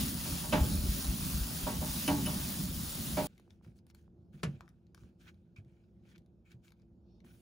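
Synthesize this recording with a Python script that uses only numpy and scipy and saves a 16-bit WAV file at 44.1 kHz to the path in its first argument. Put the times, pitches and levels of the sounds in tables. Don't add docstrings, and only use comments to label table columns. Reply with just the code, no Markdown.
import sys
import numpy as np
from scipy import signal
from scipy.fft import rfft, irfft, next_fast_len
from scipy.io import wavfile
from scipy.ndimage import uniform_filter1d, map_coordinates

SR = 44100
rng = np.random.default_rng(int(sys.argv[2]) if len(sys.argv) > 2 else 0)


def log_audio(samples):
    frames = np.atleast_2d(samples).T
    limited = np.clip(frames, -1, 1)
    pcm = np.round(limited * 32767).astype(np.int16)
    wavfile.write(sys.argv[1], SR, pcm)


N = 326772
TIME = np.arange(N) / SR
CUT_S = 3.272

# frequency in Hz, level in dB.
SIZZLE_TONE = [(300, -24.5), (500, -8.5), (1200, -7), (2200, -9), (3500, -5), (5000, -4.5), (6500, -6.5),
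               (10000, -3), (12200, -8), (14000, -3.5), (15500, 0.5)]
# start, peak and end in seconds, level in dB,
# then fizz and squeak in dB compared with that level.
FORK_STROKES = [(3.267, 3.268, 3.68, -77.5, -4, -15), (3.354, 3.385, 3.26, -77, 0, -10),
                (3.496, 3.5, 3.64, -83.5, -2, -13), (3.615, 3.636, 3.81, -77.5, -4, -10),
                (3.74, 3.77, 3.82, -82.5, 4, -13), (3.85, 3.91, 3.92, -79, 0, -17),
                (3.93, 3.95, 4.13, -79, -2, -17), (4.314, 4.338, 4.88, -74, -5.5, -14),
                (4.434, 4.49, 4.62, -79, -23, -15), (4.945, 4.976, 5.2, -77.5, -2.5, -12),
                (5.171, 5.215, 5.37, -72, -4, -12), (5.252, 5.284, 5.325, -61, -13, -10),
                (5.559, 5.562, 5.64, -70, -9, 4.5), (5.637, 5.696, 6.094, -90, -6, 1),
                (5.982, 6.121, 6.16, -73, -6, -17), (6.13, 6.16, 6.18, -70.5, -22, -1),
                (6.435, 6.465, 6.56, -78, -7, 2.5), (6.48, 6.514, 6.58, -74.5, -5, -8),
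                (6.608, 6.662, 6.74, -74, 1, -8), (6.726, 6.79, 6.9, -89, -10, -5),
                (7.236, 7.245, 7.5, -74.5, -18, -10)]
# start in seconds, level in dB, pitch in Hz.
BOARD_THUMPS = [(3.664, -41, 112.7), (4.343, -40, 152.4), (4.434, -27, 164.8), (4.472, -25, 143),
                (4.541, -43, 111.7), (5.022, -46.5, 109.5), (5.035, -44.5, 72), (5.584, -39, 102.7),
                (5.659, -48, 137.4), (6.543, -43.5, 124.3), (7.244, -52, 241)]


def amp(db):
    return 10 ** (np.asarray(db) / 20)


def unit(x):
    return x / np.sqrt(np.mean(x ** 2) + 1e-20)


def along(points, hz):
    freqs, values = np.transpose(points)
    return np.interp(np.log(hz + 1), np.log(freqs + 1), values)


def wobble(rate):
    return map_coordinates(rng.standard_normal(int(N * rate / SR) + 4), [TIME * rate])


def filtered(x, response):
    size = next_fast_len(N + SR // 2)
    return irfft(rfft(x, size) * response(np.fft.rfftfreq(size, 1 / SR)), size)[..., :N]


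def closed(tone):
    return [(tone[0][0] / 2, -70)] + tone + [(tone[-1][0] * 2, -70)]


def add(out, start, sound):
    part = out[..., round(start * SR):][..., :sound.shape[-1]]
    part += sound[..., :part.shape[-1]]


def rush(tone, patchy_db, spiky=0):
    # frequency in Hz, likeness from 0 to 1.
    likeness = [(60, 0.94), (400, .93), (1000, 0.31), (2000, .45), (4000, 0.35), (6500, 0.9), (8400, 0.9),
                (12000, 1), (15000, 0.39)]
    bursts = np.exp(spiky * wobble(1500))
    bands = signal.stft(rng.standard_normal((2, N)) * bursts, nperseg=512)[2]
    patches = uniform_filter1d(rng.standard_normal(bands.shape[1:]), 6, axis=0)
    patches = uniform_filter1d(patches, 10, axis=1)
    pair = signal.istft(bands * amp(patchy_db * unit(patches)), nperseg=512)[1][:, :N]

    def colour(hz):
        width = np.arccos(np.clip(along(likeness, hz), 0, 1)) / 2
        return amp(along(tone, hz)) * [np.cos(width), np.sin(width)]

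    mid, side = filtered(pair, colour)
    return unit(np.array([mid + side, mid - side]))


def ring(notes, rise_s, rough):
    t = TIME[:SR // 2]
    out = 0
    for hz, db, fade_s in notes:
        drift = np.cumsum(rng.standard_normal(len(t))) * rough
        level = amp(db + rng.normal(0, 1.6) - 60 * t / fade_s)
        out = out + level * np.sin(2 * np.pi * hz * t + drift)
    return out * (1 - np.exp(-t / max(rise_s, 0.0005)))


def struck(notes, favoured_hz, fall_db):
    return [(hz, db - fall_db * abs(np.log2(hz / favoured_hz)), fade_s) for hz, db, fade_s in notes]


def burst(tone, fades):
    hz, t, bands = signal.stft(rng.standard_normal((2, SR // 2)), SR, nperseg=128)
    bands[1] = 0.65 * bands[0] + 0.77 * bands[1]
    level = amp(along(tone, hz)[:, None] - 60 * t / along(fades, hz)[:, None])
    out = signal.istft(bands * level, SR, nperseg=128)[1]
    return out / np.std(out[:, :400])


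def swell(start, peak, end):
    return np.abs(np.sin(np.interp(TIME, [start, peak, end], [0, np.pi / 2, np.pi]))) ** 3.45


def linger(level, fade_s):
    keep = amp(-60 / (fade_s * SR))
    return signal.lfilter([1 - keep], [1, -keep], level)


def band(x, low_hz, high_hz):
    return signal.sosfilt(signal.butter(2, [low_hz, high_hz], "bandpass", fs=SR, output="sos"), x)


def fire():
    # time in seconds, then flutter, roar and sizzle in dB.
    levels = [(0.0, -38, -33.5, -36.5), (0.15, -44, -40.5, -39.5), (0.4, -44, -40.5, -39.5),
              (0.63, -40, -35, -42.5), (0.78, -36, -39, -40), (0.93, -39, -39, -40),
              (1.07, -42, -39.5, -41.5), (1.61, -45.5, -40.5, -41), (1.98, -42.5, -39, -41.5),
              (2.26, -45, -36, -39.5), (2.69, -46, -41.5, -42.5), (3.1, -44.5, -41, -40.5)]
    # frequency in Hz, level in dB.
    flutter_tone = [(12, -42), (20, -10), (54, -3), (74, 2), (113, -15), (140, -9), (180, -34), (310, -120)]
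    roar_tone = [(65, -25), (110, -7.5), (167, -0.5), (242, -5), (295, -12), (403, -21.5), (433, -31.5),
                 (517, -31.5), (600, -23.5), (780, -51.5), (1320, -120)]
    times, *columns = np.transpose(levels)
    flutter_db, roar_db, sizzle_db = [np.interp(TIME, times, column) for column in columns]
    lumps = wobble(8.5)
    flutter = amp(flutter_db) * unit(amp(0.83 * lumps) * rush(flutter_tone, patchy_db=1.5))
    roar = amp(roar_db) * unit(amp(0.43 * lumps + 1.4 * wobble(35)) * rush(roar_tone, patchy_db=2))
    sizzle = amp(sizzle_db + 1.3 * wobble(7.4)) * rush(closed(SIZZLE_TONE), patchy_db=1.17, spiky=0.18)
    return flutter + roar + sizzle


def fat_spits():
    count, middle_hz, fade_s = 40, 3020, 0.042
    out = np.zeros((2, N))
    for start, pitch, size in zip(CUT_S * rng.random(count), *rng.standard_normal((2, count))):
        note = (middle_hz * np.exp(0.41 * pitch), 0, fade_s)
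        add(out, start, amp(-46.5 + 3 * size) * ring([note], rise_s=0.0023, rough=0.036))
    return out


def tong_knocks():
    # start in seconds, level in dB; firebox, tongs and hinge in dB;
    # favoured pitch of tongs, bars and firebox in Hz; clatter in dB, length of the push in seconds.
    knocks = [(0.251, -45, -7.5, 0, -8, 2000, 1500, 250, -6, .01),
              (0.438, -44, -7.5, -11, -18.5, 2300, 950, 250, -5.5, 0.011),
              (0.524, -27.5, 2, -4, -11.5, 2740, 900, 162, -0.5, 0.014),
              (1.665, -35, -9, -30, -27.5, 2000, 900, 220, -4, 0.0066),
              (1.817, -39, -5, -24.5, -28, 2000, 700, 220, -7.5, 0.0019),
              (2.077, -26.5, 2, -4, -2.5, 2750, 784, 270, -8.5, .02),
              (2.26, -35.5, -5, -0.5, 3.5, 2950, 850, 300, -7.5, 0.035),
              (3.17, -26, -7, -17.5, -26.5, 2300, 590, 280, -9, 0.016)]
    # pitch in Hz, level in dB, fade time in seconds.
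    bar_notes = [(555, -7, .15), (608, 2, .24), (758, -6, .22), (851, -10, .45), (880, -13, .3),
                 (948, -4, .22), (1111, -11, .35), (1400, -8, .12), (1580, -10, .1)]
    box_notes = [(161.5, 3.5, 0.34), (200.7, 4.5, 0.21), (282.5, 5, 0.33), (380, -10, 0.14)]
    tong_notes = [(1930, -4, .15), (2320, 0, .14), (2643, 0, .09), (2940, -1, .12), (3030, 0, .1),
                  (3850, -2, .1)]
    hinge_notes = [(5100, -8, .06), (6270, -10, .06), (9600, -10, .05), (10484, -4, .08)]
    # frequency in Hz, level in dB.
    clatter_tone = [(150, -17), (300, 0.5), (700, -3.5), (1500, -8), (2200, -11.5), (4000, -14.5),
                    (6000, -20.5), (8000, -30), (15000, -38)]
    # frequency in Hz, fade time in seconds.
    clatter_fades = [(200, 0.69), (700, 0.3), (1500, 0.31), (3000, 0.32), (8000, 0.11)]
    out = np.zeros((2, N))
    for start, db, box_db, tong_db, hinge_db, tong_hz, bar_hz, box_hz, clatter_db, push_s in knocks:
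        bars = ring(struck(bar_notes, bar_hz, fall_db=6), push_s / 2, rough=0.008)
        box = amp(box_db) * ring(struck(box_notes, box_hz, fall_db=6), push_s, rough=0.028)
        tongs = amp(tong_db) * ring(struck(tong_notes, tong_hz, fall_db=35), 0.001, rough=0.022)
        hinge = amp(hinge_db) * ring(hinge_notes, 0.001, rough=0.022)
        clatter = amp(clatter_db) * burst(clatter_tone, clatter_fades)[:, :len(bars)]
        clatter *= 1 - np.exp(-TIME[:len(bars)] / 0.0033)
        lean_right = amp([[-1], [1]])
        add(out, start, amp(db) * (bars * lean_right + box + tongs + hinge + clatter))
    return out


def flame_puffs():
    # start in seconds, level in dB, pitch in Hz.
    puffs = [(0.316, -20.5, 65.1), (0.61, -13, 68.4), (0.733, -22, 59.2), (0.816, -19.5, 56.5),
             (0.886, -12, 52.1), (1.084, -14.5, 53.8), (1.344, -19, 65.6), (1.409, -18, 56.5),
             (1.633, -24, 48.4), (1.788, -22, 67.3), (1.899, -24, 60), (2.11, -24, 76), (2.632, -26, 62),
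             (3.13, -21, 66)]
    fade_s = 0.11
    out = np.zeros((2, N))
    for start, db, hz in puffs:
        add(out, start, amp(db) * ring([(hz, 0, fade_s)], rise_s=0.0073, rough=0.0022))
    return out


def room_air():
    # frequency in Hz, level in dB.
    air_tone = [(15, -42), (25, -16), (75, 4.5), (129, -3), (189, 2), (232, -2), (290, -14), (350, -6.5),
                (415, -17), (476, -17.5), (838, -28), (1050, -37), (1500, -40), (1950, -70), (3300, -120)]
    boom_db, fade_s = -22, 0.31
    boom = sum((TIME > start) * amp(db + boom_db - 60 * np.abs(TIME - start) / fade_s)
               for start, db, _ in BOARD_THUMPS)
    background = amp(-62 + 1.7 * wobble(2.267) + 0.8 * wobble(7.9))
    return (background + boom) * rush(air_tone, patchy_db=0.8)


def fridge():
    # pitch in Hz, average (rms) level in dB.
    notes = [(57, -73), (113, -74.5), (171, -74), (341.5, -75)]
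    out = 0
    for hz, db in notes:
        level = np.sqrt(2) * amp(db + 1.5 * wobble(9))
        out = out + level * np.sin(2 * np.pi * hz * TIME + 0.4 * wobble(9))
    return out


def microphone_hiss():
    # frequency in Hz, level in dB.
    tone = [(500, 1), (1500, -2.5), (5000, -4), (8000, -13), (15000, -14)]
    return amp(-94 + 1.5 * wobble(3.5)) * rush(closed(tone), patchy_db=3.5)


def fork_squelches():
    # frequency in Hz, level in dB.
    flesh_tone = [(400, -57), (700, -11), (1100, -9), (1500, 3), (1950, -5.5), (2350, -0.5), (2750, -4),
                  (3200, -3.5), (5100, -13.5), (7000, -19), (10000, -48)]
    fizz_tone = [(4000, -4.5), (6000, -3), (9000, -2.5), (12000, -11), (15000, -5.5), (15700, -3)]
    squeak_tone = [(1900, -62), (2150, -7), (2350, -4), (2600, -10), (3000, -60)]
    flesh = fizz = squeak = 0
    for start, peak, end, db, fizz_db, squeak_db in FORK_STROKES:
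        pressure = amp(db) * swell(start, peak, end)
        flesh = flesh + pressure
        fizz = fizz + amp(fizz_db) * pressure
        squeak = squeak + amp(squeak_db) * pressure
    seep = amp(-11.5) * linger(flesh, fade_s=2.2)
    out = (flesh + seep) * amp(2.2 * wobble(90)) * rush(flesh_tone, patchy_db=2, spiky=0.31)
    out += (fizz + amp(-7) * seep) * rush(closed(fizz_tone), patchy_db=2.5, spiky=0.4)
    return out + squeak * amp(2.6 * wobble(60)) * rush(squeak_tone, patchy_db=1.5)


def fibre_snaps():
    # start in seconds, level in dB, then its dull and bright parts in dB.
    snaps = [(3.379, -52, -6, -3.5), (3.398, -56.5, -4, -4), (3.5056, -48, -7, -33), (3.647, -58, 6, -2),
             (3.789, -56, -8, -13), (3.867, -56, 2, -3), (3.9002, -49.5, -1, -22), (3.948, -51.5, 0, 0.5),
             (4.6079, -46, 14, -11), (4.6588, -65, 4, -11), (4.679, -56, 11, -10), (4.6905, -56, -10, -3),
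             (4.868, -66, -4, -16), (4.947, -44.5, 2.5, -5.5), (4.977, -56.5, 13, -10),
             (5.0355, -60.5, 10, -15), (5.3438, -66, -3, -7), (5.5637, -53, -2, -13),
             (5.6477, -64.5, -6, -11), (6.0662, -67, -13, -7), (6.0908, -59, -5, -17), (6.16, -53, -9, -13),
             (6.1804, -51.5, -14, -6), (6.2615, -66.5, -8, -6), (6.5173, -49, -3, -12),
             (6.6807, -53, -10, -9), (6.7057, -56, -2, -8), (6.7205, -51, 4, -9), (6.7977, -67, -1, -14),
             (6.819, -63.5, -11, -14), (7.204, -59, -16, -17), (7.2462, -61, 4, -10)]
    # frequency in Hz, fade time in seconds.
    wall_fades = [(300, 0.39), (2000, 0.14), (10000, 0.083)]
    fade_s, mean_delay_s = 0.011, 0.12
    faint = []
    for which, size, wait in rng.random((16, 3)):
        peak_s = FORK_STROKES[int(which * len(FORK_STROKES))][1]
        faint.append((peak_s - mean_delay_s * np.log(wait), -74 + 3 * (2 * size - 1), -6, -12))
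    parts = np.zeros((3, 2, N))
    t = TIME[:SR // 20]
    lean_left = amp([[2], [-2]])
    for start, db, dull_db, bright_db in snaps + faint:
        snap = rng.standard_normal(len(t)) * amp(db - 60 * t / fade_s)
        add(parts, start, amp([dull_db, 0, bright_db])[:, None, None] * lean_left * snap)
    dull, middle, bright = parts
    clicks = band(dull, 820, 2130) + band(middle, 1540, 5530) + band(bright, 3600, 13600)
    clicks += amp(3.5) * band(middle, 2060, 2350)
    echo = burst([(100, 0), (15000, 0)], wall_fades)
    return clicks + amp(-36) * signal.fftconvolve(clicks, echo, axes=1)[:, :N]


def juice_pops():
    # start in seconds, level in dB.
    pops = [(3.3965, -61), (3.478, -65), (3.612, -65), (4.079, -64.5), (5.265, -70), (7.247, -61)]
    from_hz, to_hz, drop_s, fade_s = 1470, 300, 0.0018, 0.075
    out, t = np.zeros(N), TIME[:SR // 20]
    hz = to_hz + (from_hz - to_hz) * np.exp(-t / drop_s)
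    for start, db in pops:
        add(out, start, amp(db - 60 * t / fade_s) * np.sin(2 * np.pi * np.cumsum(hz) / SR))
    return out


def board_thumps():
    fade_s = 0.16
    out = np.zeros(N)
    for start, db, hz in BOARD_THUMPS:
        notes = [(hz, 0, fade_s), (1.3 * hz, -7, fade_s)]
        add(out, start, amp(db) * ring(notes, rise_s=0.0046, rough=0.0085))
    return out


def pan_slap():
    # frequency in Hz, level in dB.
    tone = [(150, -24), (250, 3.5), (674, -27), (816, -47), (1020, -11.5), (2860, -16.5), (3340, -21.5),
            (9830, -27), (12100, -29), (15200, -44), (16000, -58.5)]
    # frequency in Hz, fade time in seconds.
    fades = [(250, 0.25), (660, 0.071), (1740, 0.14), (4600, 0.1), (8000, 0.086), (13000, 0.056)]
    out = np.zeros((2, N))
    add(out, start=4.432, sound=amp(-34.5) * burst(tone, fades))
    return out


def fork_scrape():
    # frequency in Hz, level in dB.
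    tone = [(1500, -50), (2400, -16), (3300, -13), (3700, -3), (3950, -13), (4300, 0), (4700, -14),
            (5400, -5), (6200, -20), (9000, -50)]
    return amp(-81.5) * swell(start=6.97, peak=7.15, end=7.27) * rush(tone, patchy_db=3, spiky=0.2)


def thin_hiss():
    start_s, rise_s = 7.242, 0.008
    fade_in = np.clip((TIME - start_s) / rise_s, 0, 1)
    return amp(-73.5) * fade_in * rush(closed(SIZZLE_TONE), patchy_db=3.5, spiky=0.1)


def scene():
    grill = fire() + fat_spits() + flame_puffs() + tong_knocks()
    kitchen = room_air() + fridge() + microphone_hiss()
    kitchen += fork_squelches() + board_thumps() + fibre_snaps() + juice_pops()
    kitchen += fork_scrape() + pan_slap() + thin_hiss()
    outdoors = np.clip((CUT_S - TIME) / 0.0031, 0, 1)
    return outdoors * grill + (1 - outdoors) * kitchen


def record(dry):
    # frequency in Hz, lead in radians.
    left_lead = [(0, 0), (1300, .7), (2100, 1.9), (2700, .5), (6900, -.1), (8400, -np.pi),
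                 (9700, -2 * np.pi), (10800, -6.6), (11600, -3 * np.pi), (12600, -3 * np.pi),
                 (13400, -12.3), (14400, -4 * np.pi), (15700, -15.6)]
    # frequency in Hz, left minus right in dB.
    balance = [(60, 1.5), (110, -1), (200, -1), (380, -1.5), (700, -2.0), (1290, -1.5), (2380, 0),
               (4400, 1.5), (8120, 0.5), (15000, 0.0)]
    low_hz, top_hz = 25, 15950
    share = np.array([[0.5], [-0.5]])

    def microphone(hz):
        timing = np.exp(1j * np.interp(hz, *np.transpose(left_lead)) * share)
        level = amp(along(balance, hz) * share)
        low_cut = hz ** 2 / (hz ** 2 + low_hz ** 2)
        high_cut = np.clip((top_hz - hz) / 200, 0, 1) ** 2
        return timing * level * low_cut * high_cut

    return filtered(dry, microphone)


dry = scene()
out = record(dry)
log_audio(out)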